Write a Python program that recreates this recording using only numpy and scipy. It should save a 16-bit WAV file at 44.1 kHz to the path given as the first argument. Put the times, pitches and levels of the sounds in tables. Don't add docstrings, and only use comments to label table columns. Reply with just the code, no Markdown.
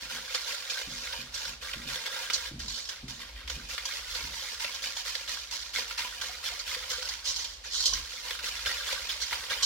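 import sys
import numpy as np
from scipy import signal
from scipy.fft import rfft, irfft
from scipy.io import wavfile
from scipy.ndimage import uniform_filter1d

SR = 44100
rng = np.random.default_rng(int(sys.argv[2]) if len(sys.argv) > 2 else 0)


def wav_record(signal):
    frames = np.transpose(np.atleast_2d(signal))
    bounded = np.clip(frames, -1, 1)
    quanta = np.round(bounded * 32767).astype(np.int16)
    wavfile.write(sys.argv[1], SR, quanta)


N = 425565
TIME = np.arange(N) / SR
TAIL = np.arange(2 ** 14) / SR
HZ = np.fft.rfftfreq(len(TAIL), 1 / SR)

# pitch_hz, density_db (per Hz)
AIR_COLOUR = [(30, -25), (150, -28), (500, -4), (1500, -7), (4500, -2), (9000, -18), (16000, -29)]
# pitch_hz, density_db (per Hz)
WORKTOP_COLOUR = [(20, -40), (31, -43), (40, -2), (49, 6), (60, 1.5), (70, -0.5), (88, -18.5), (140, -25.5),
                  (300, -24), (1500, -84)]
# time_s, level_db
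WORKTOP_SHAKE = [(0.0, -58), (0.78, -70), (0.83, -57.5), (1.93, -53.5), (2.04, -72.5), (2.66, -45),
                 (2.82, -62.5), (3.52, -44.5), (3.89, -61), (4.3, -45.5), (4.41, -60.5), (7.87, -55.5),
                 (7.96, -40.5), (8.12, -61), (8.65, -53), (8.68, -44), (8.76, -56), (9.65, -56.5)]
# start_s, level_db
BOARD_THUDS = [(.019, -48), (.121, -48), (0.869, -37.5), (1.181, -44.5), (1.469, -45.5), (1.755, -37),
               (1.855, -43), (2.506, -34), (2.645, -44.5), (3.028, -35.5), (3.554, -38.5), (4.234, -43)]
# pitch_hz, density_db (per Hz)
THUD_COLOUR = [(20, -6), (55, 1), (95, -5), (135, 1.5), (270, -1.5), (350, -7.5), (600, -24), (2000, -65)]
# pitch_hz, width_hz, level_db (over the thud colour)
BOARD_MODES = [(131, 6, 9), (241, 10, 9.5)]
# pitch_hz, density_db (per Hz)
SPRAY_COLOUR = [(1000, -22), (5000, 7), (9000, 2), (16000, -3)]
# start_s, level_db, pitch_hz (at the start)
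EGG_PLOPS = [(6.049, -34, 990), (6.294, -41.5, 730), (6.521, -42.5, 713), (6.766, -43, 499),
             (6.983, -41.5, 505), (7.927, -35, 1060), (9.324, -32, 938)]
# pitch_hz, density_db (per Hz)
BOTTOM_COLOUR = [(120, -26.5), (330, -22), (520, -12.5), (790, -18), (980, -3), (1700, 4), (2700, 6.5),
                 (3600, 3.5), (5000, 3), (6500, -12.5), (9000, -13.5), (16000, -17.5)]
# pitch_hz, width_hz, level_db (over the contact noise)
BOWL_MODES = [(237.6, 12, 14.5), (515, 23, 11), (740, 31, 18), (920, 94, 10.5), (1179, 10, 9.5),
              (1404, 13.6, 9), (1620, 39, 5), (1867, 21, 5), (2170, 100, 0), (3590, 110, 4.5)]
# pitch_hz, density_db (per Hz)
WALL_COLOUR = [(300, -30.5), (1200, -33), (2650, -22), (2950, -3), (4200, 1), (5400, 2), (6800, -2.5),
               (9000, -18.5), (16000, -29.5)]
# pitch_hz, width_hz, level_db (over the contact noise)
WALL_MODES = [(530, 44, 18.5), (1080, 62, 27.5), (1590, 52, 11)]
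# pitch_hz, t60_s, level_db
BARE_STEEL_RING = [(525, 0.044, -13), (1410, 0.16, -15), (1570, 0.028, -14.5), (1634, 0.068, -13.5),
                   (3485, 0.045, -16), (3630, 0.073, -10.5), (3760, 0.081, -15)]
# time_s, level_db
BOTTOM_BARENESS = [(0, -1.5), (2.6, 1), (4.5, -12.5), (7.2, -11), (9.6, -5.5)]
# pitch_hz, t60_s, level_db
WIRE_RING_MODES = [(3214, 0.32, -18), (3910, 0.078, -15.5), (4410, 0.036, -10), (4311, 0.09, -18.5),
                   (5080, 0.13, -19.5)]
# pitch_hz, left_minus_right_db
BOWL_LEAN = [(100, 7), (300, -3.5), (1000, -1.5), (2000, -0.5), (4300, -5), (6000, -6), (8000, 5.5),
             (15000, 2)]
# pitch_hz, side_minus_mid_db
ECHO_WIDTH = [(150, -43), (500, 3.5), (1000, -2.5), (2000, -3.5), (4000, 2)]
# start_s, push_s, drag_s (after it), bottom_db, wall_db
WHISK_STROKES = [(0, 0.059, 0.076, -46.5, -44.5), (.08, 0.096, 0.28, -42, -41.5),
                 (.26, 0.22, 0.065, -45.5, -41.5), (.455, 0.097, 0.45, -41, -38.5),
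                 (.68, 0.14, 0.059, -45, -41.5), (0.872, 0.19, 0.14, -50, -41.5),
                 (1.006, 0.22, 0.1, -46, -46), (1.31, 0.19, 0.055, -45, -40), (1.6, 0.12, 0.95, -44, -45),
                 (1.86, 0.11, 0.31, -41.5, -39), (2.09, 0.17, 0.22, -43, -44),
                 (2.294, 0.19, 0.029, -45, -44), (2.59, 0.016, 0.11, -47.5, -37.5),
                 (2.675, 0.13, 0.15, -50.5, -37.5), (2.886, 0.046, 0.092, -46, -51),
                 (3.077, 0.032, 0.1, -47.5, -40.5), (3.189, 0.044, 0.1, -45.5, -49),
                 (3.345, 0.073, .1, -50, -62), (3.475, 0.086, 0.24, -47, -45),
                 (3.68, 0.071, 0.24, -43.5, -40.5), (3.84, 0.15, 0.43, -43.5, -41),
                 (4.05, 0.23, 0.3, -45, -42.5), (4.29, 0.26, 0.14, -45.5, -42),
                 (4.59, 0.047, 0.25, -39, -37.5), (4.815, 0.059, 0.1, -40.5, -36),
                 (4.95, 0.056, .05, -44, -37.5), (5.04, 0.064, 0.2, -40.5, -36.5),
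                 (5.275, 0.07, 0.14, -42, -36.5), (5.5, 0.064, 0.17, -44, -36),
                 (5.728, 0.072, 0.073, -37, -35), (5.87, 0.058, 0.16, -44.5, -43.5),
                 (5.975, 0.085, 0.45, -41, -42.5), (6.21, 0.074, 0.16, -45, -41),
                 (6.425, 0.063, 0.18, -39.5, -38), (6.65, 0.1, 0.34, -40.5, -38.5),
                 (6.885, 0.054, 0.1, -41, -34.5), (7.03, 0.11, 0.12, -45, -42.5),
                 (7.235, 0.077, 0.082, -45, -33), (7.36, 0.069, 0.13, -46.5, -36.5),
                 (7.695, 0.21, 0.079, -49.5, -30), (7.914, 0.084, 0.22, -43.5, -40.5),
                 (8.08, 0.13, 0.24, -50.5, -44), (8.215, 0.14, 0.17, -43, -44),
                 (8.42, 0.07, 0.61, -39, -37.5), (8.655, 0.063, 0.28, -38, -38),
                 (8.85, .09, 0.23, -38.5, -38), (9.085, 0.042, 0.52, -41.5, -38.5),
                 (9.2, 0.034, 0.14, -48, -35), (9.3, 0.053, 0.23, -40, -43), (9.489, 0.14, .2, -41, -45.5)]
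# start_s, chatter_s, bottom_db, wall_db
WHISK_KNOCKS = [(.346, 0.01, -28, -28), (0.698, 0.012, -39, -29), (0.771, 0.015, -37, -58),
                (1.125, 0.014, -37.5, -51), (1.342, 0.0097, -52, -30.5), (1.734, 0.007, -34, -54),
                (2.058, 0.013, -33, -44), (2.3, 0.0066, -30.5, -34), (2.333, 0.016, -53, -23),
                (2.681, 0.0044, -53, -28), (2.776, 0.0099, -47, -43), (2.889, 0.0085, -40, -30.5),
                (3.476, 0.0053, -37, -40), (3.499, 0.0052, -34, -29.5), (3.78, 0.0037, -29, -44),
                (3.854, 0.0056, -37, -26.5), (4.148, 0.026, -39, -34.5), (4.644, 0.0042, -29.5, -34),
                (4.745, 0.0085, -47, -32.5), (5.152, 0.0031, -28.5, -26), (5.277, 0.0088, -37, -39),
                (5.344, 0.0028, -50, -47), (5.909, 0.0066, -35, -57), (5.978, 0.019, -33.5, -33),
                (6.213, 0.0084, -31.5, -32.5), (6.59, 0.014, -48, -33), (6.747, 0.0044, -30, -38),
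                (6.913, 0.0039, -42, -35), (7.023, 0.0073, -35, -34), (7.053, 0.0036, -56, -31),
                (7.088, 0.0053, -45, -27.5), (7.15, 0.0044, -41, -51), (7.269, 0.037, -59, -30),
                (7.361, 0.0058, -48, -27), (7.444, 0.0077, -39.5, -31.5), (7.642, 0.051, -46, -41.5),
                (7.754, 0.0046, -45, -28.5), (7.804, 0.0059, -39.5, -24.5), (7.854, 0.015, -60, -19.5),
                (7.936, 0.0022, -41, -20), (8.307, 0.0042, -29.5, -37), (8.39, 0.009, -36.5, -48),
                (8.659, 0.013, -29.5, -36), (9.092, 0.01, -31, -52), (9.218, 0.011, -56, -29),
                (9.329, 0.0069, -30, -47), (9.499, 0.029, -31.5, -36), (9.626, .023, -48, -21)]

ROOM_T60_S, ROOM_DB = 0.35, -7.5
CUTOFF_HZ = 15900
THUD_RISE_S = 0.0035
PLOP_DB, PLOP_CYCLES = 0.5, 71
FULL_SPRAY_DB, SPRAY_LOSS = -39.5, 1.0
ATTACK_SHARE = 0.25
RELEASE_S, DRAG_DB = 0.013, -5
TAPS_PER_S, TAP_DB, TAP_SPREAD_DB, TAP_S = 16, 2.5, 3, 0.0037


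def from_db(db):
    return 10 ** (np.asarray(db) / 20)


def rms_one(x):
    return x / np.sqrt(np.mean(x ** 2) + 1e-20)


def unit(x):
    return x / np.sqrt(np.sum(x ** 2, axis=-1, keepdims=True) + 1e-20)


def add(out, sound, start):
    first, last = max(start, 0), min(start + sound.shape[-1], N)
    out[..., first:last] += sound[..., first - start:last - start]


def in_time(rows):
    s, *columns = np.transpose(rows)
    return [np.interp(TIME, s, c) for c in columns]


def gain_by_hz(points):
    hz, db = np.transpose(points)
    return from_db(np.interp(np.log(HZ + 1), np.log(hz), db))


def causal(gain):
    cepstrum = irfft(np.log(gain + 1e-9))
    half = len(TAIL) // 2
    cepstrum[..., 1:half] *= 2
    cepstrum[..., half + 1:] = 0
    return np.exp(rfft(cepstrum))


def body(colour, modes):
    peaks = 0
    for hz, width, db in modes:
        peaks = peaks + from_db(db) ** 2 / (1 + (2 * (HZ - hz) / width) ** 2)
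    return rms_one(gain_by_hz(colour) * np.sqrt(1 + peaks))


def through(x, response):
    x, response = (np.atleast_2d(v).astype(np.float32) for v in (x, response))
    return signal.oaconvolve(x, response, axes=-1)[:, :N]


def coloured(x, colour):
    return through(x, unit(irfft(causal(gain_by_hz(colour)))))


def dying_noise(t60):
    return unit(rng.standard_normal((2, len(TAIL))) * from_db(-60 * TAIL / t60))


def with_echo(x, echo_db):
    direct = 1.0 * (TAIL == 0)
    return through(x, direct + from_db(echo_db) * dying_noise(ROOM_T60_S))


def skitter(size, per_s, spread_db, even_s):
    sizes = from_db(spread_db * np.minimum(rng.exponential(1, size), 5))
    clicks = (rng.random(size) < per_s / SR) * sizes * rng.choice([-1, 1], size)
    power = np.abs(uniform_filter1d(clicks ** 2, int(even_s * SR)))
    return clicks / np.sqrt(power + 1e-6)


def kitchen_air(level_db):
    return from_db(level_db) * coloured(rng.standard_normal((2, N)), AIR_COLOUR)


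def worktop(thud_t60, thud_db, shake_db):
    force, t = np.zeros(N), np.arange(SR // 2) / SR
    for s, db in BOARD_THUDS:
        thud = from_db(db - 60 * t / thud_t60) * (1 - np.exp(-t / THUD_RISE_S))
        add(force, thud, round(s * SR))
    judder = force * skitter(N, per_s=340, spread_db=2.5, even_s=0.024)
    thuds = through(judder, unit(irfft(causal(body(THUD_COLOUR, BOARD_MODES)))))
    rumble = rms_one(coloured(rng.standard_normal(N), WORKTOP_COLOUR))
    rumble /= np.sqrt(uniform_filter1d(rumble ** 2, int(.15 * SR)) + 0.19)
    return from_db(thud_db) * thuds + from_db(in_time(WORKTOP_SHAKE)[0] + shake_db) * rumble


def flung_egg(spray, level_db):
    return from_db(level_db) * coloured(spray * rng.standard_normal((2, N)), SPRAY_COLOUR)


def egg(stirring, per_s, cycles, low_hz, high_hz, level_db, count):
    sizes = from_db(1.4 * np.minimum(rng.exponential(1, N), 3))
    pops = (rng.random(N) < per_s / SR) * sizes * stirring
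    dealt, out = rng.integers(0, count, N), np.zeros(N)
    for k, hz in enumerate(np.geomspace(low_hz, high_hz, count)):
        r = from_db(-60 * hz / (cycles * SR))
        w = 2 * np.pi * hz / SR
        resonator = [1, -2 * r * np.cos(w), r * r]
        out += signal.lfilter([1, -1], resonator, pops * (dealt == k) + 1e-18)
    return from_db(level_db) * with_echo(out, echo_db=-2.5)


def plops(rise=0.03):
    out = np.zeros(N)
    for s, db, hz in EGG_PLOPS:
        age = np.minimum(TAIL * hz / PLOP_CYCLES, 2)
        tone = np.sin(2 * np.pi * hz * TAIL * (1 + rise * age))
        add(out, from_db(db + PLOP_DB - 60 * age) * tone, round(s * SR))
    return with_echo(out, echo_db=-5)


def push(t, length, drag_s):
    after = np.maximum(t - length, 0)
    drag = from_db(DRAG_DB) * np.exp(-(after / drag_s) ** 2)
    swell = np.clip(t / (ATTACK_SHARE * length), 0, 1)
    return swell * np.maximum(np.exp(-after / RELEASE_S), drag)


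def pressure(t, length):
    landing_s = 0.00022 + 0.14 * length ** 2 / (length + 0.034)
    landing = .5 + .5 * np.tanh(t / landing_s)
    return np.sqrt(landing * np.exp(-(np.maximum(t, 0) / length) ** 2))


def loose_taps(size=256):
    starts, lengths, drags, bottom_db, wall_db = np.transpose(WHISK_STROKES)
    times = (np.arange(size) + rng.random(size)) / TAPS_PER_S
    chance = rng.standard_normal((size, 2))
    taps = []
    for s, luck in zip(times[times < TIME[-1]], chance):
        k = max(np.searchsorted(starts, s) - 1, 0)
        force = push(s - starts[k], lengths[k], drags[k])
        db = TAP_DB + TAP_SPREAD_DB * luck + 20 * np.log10(force + 1e-3)
        taps.append((s, TAP_S, bottom_db[k] + db[0], wall_db[k] + db[1] - 1.5))
    return taps


def contacts(wettest_db=-39.0, wall_spray_db=5, spray_follows=1.04, first_hit_db=20, count=2):
    t = np.arange(-SR // 50, SR * 3 // 4) / SR
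    brief = t[:SR // 8]
    clicks, stirring, spray_power = np.zeros((count, N)), np.zeros(N), np.zeros(N)

    def add_contact(s, force, slips, bottom_db, wall_db, flung):
        start = round((s + t[0]) * SR)
        add(clicks, from_db([[bottom_db], [wall_db]]) * slips, start)
        add(stirring, from_db(bottom_db) * force, start)
        spray_db = min(max(bottom_db, wall_db + wall_spray_db), wettest_db)
        add(spray_power, (from_db(spray_db) * flung) ** 2, start)

    for s, length, drag_s, bottom_db, wall_db in WHISK_STROKES:
        force = push(t, length, drag_s)
        slips = force * skitter(len(t), per_s=1500, spread_db=3.5, even_s=.018)
        flung = force ** spray_follows * from_db(min(bottom_db - FULL_SPRAY_DB, 0) * SPRAY_LOSS)
        add_contact(s, force, slips, bottom_db, wall_db, flung)
    for s, length, bottom_db, wall_db in [*WHISK_KNOCKS, *loose_taps()]:
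        force = pressure(brief, length)
        slips = force * skitter(len(brief), per_s=2100, spread_db=1.5, even_s=0.018)
        slips[brief == 0] += from_db(first_hit_db) / (1 + (length / 0.011) ** 2)
        slips = unit(slips) * np.linalg.norm(force)
        add_contact(s, force, slips, bottom_db, wall_db, from_db(-31) * force)
    return clicks, stirring, np.sqrt(spray_power)


def echoes(ring_t60, crack_db):
    room = unit(dying_noise(ROOM_T60_S) * (1 - np.exp(-TAIL / 0.0014)))
    mid, side = rfft(dying_noise(ring_t60) + from_db(ROOM_DB) * room)
    width, lean = gain_by_hz(ECHO_WIDTH), np.sqrt(gain_by_hz(BOWL_LEAN))
    both = (mid + side * width * [[1], [-1]]) / np.sqrt(1 + width ** 2)
    both = both + from_db(crack_db)
    return both * [lean, 1 / lean] / np.sqrt(1 + from_db(crack_db) ** 2 + from_db(ROOM_DB) ** 2)


def travel(clicks, gain, ring_t60, uneven_db, hops_per_s, count=13):
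    knots = np.geomspace(300, 16000, num=48)
    spread_db = uneven_db * (1000 / knots) ** 0.28
    favour = from_db(spread_db * rng.standard_normal((count, len(knots))))
    favour /= np.sqrt(np.mean(favour ** 2, axis=0))
    where = np.cumsum(rng.random(N) < hops_per_s / SR) % count
    out = np.zeros((2, N))
    for k in range(count):
        own = rms_one(gain * gain_by_hz(np.c_[knots, 20 * np.log10(favour[k])]))
        response = irfft(echoes(ring_t60, crack_db=-7.5) * causal(own))
        out += through(clicks * (where == k), response)
    return out


def ringing(clicks, modes):
    lean = np.sqrt(gain_by_hz(BOWL_LEAN))
    phase_by_hz = np.arctan(gain_by_hz(ECHO_WIDTH))
    response = 0
    for hz, t60, db in modes:
        side = np.interp(hz, HZ, lean)
        apart = np.interp(hz, HZ, phase_by_hz) * np.array([[1], [-1]])
        wave = np.sin(2 * np.pi * hz * TAIL + apart + rng.uniform(0, 2 * np.pi))
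        ring = unit(wave * from_db(-60 * TAIL / t60))
        response = response + from_db(db) * np.array([[side], [1 / side]]) * ring
    return through(clicks * rng.choice([-1, 1], N), response)


def whisk(on_bottom, on_wall):
    bottom_body, wall_body = body(BOTTOM_COLOUR, BOWL_MODES), body(WALL_COLOUR, WALL_MODES)
    bottom = travel(on_bottom, bottom_body, ring_t60=0.023, uneven_db=4.0, hops_per_s=110)
    wall = travel(on_wall, wall_body, ring_t60=0.056, uneven_db=4.0, hops_per_s=110)
    steel = from_db(in_time(BOTTOM_BARENESS)[0]) * ringing(on_bottom, BARE_STEEL_RING)
    wires = ringing(on_wall, WIRE_RING_MODES)
    return from_db(3.0) * bottom + from_db(-1.0) * wall + steel + wires


def scene():
    clicks, stirring, spray = contacts()
    air = kitchen_air(level_db=-52.5)
    table = worktop(thud_t60=0.47, thud_db=-6.5, shake_db=1.5)
    hiss = flung_egg(spray, level_db=-4.5)
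    slosh = egg(stirring, per_s=45, cycles=24, low_hz=481, high_hz=587, level_db=-12.5, count=5)
    squelch = egg(stirring, per_s=51, cycles=26, low_hz=870, high_hz=2650, level_db=-8.5, count=14)
    return air + table + hiss + slosh + squelch + plops() + whisk(*clicks)


def record(dry):
    lowpass = signal.ellip(12, .1, 80, CUTOFF_HZ, fs=SR, output="sos")
    return signal.sosfilt(lowpass, dry)


dry = scene()
out = record(dry)
wav_record(out)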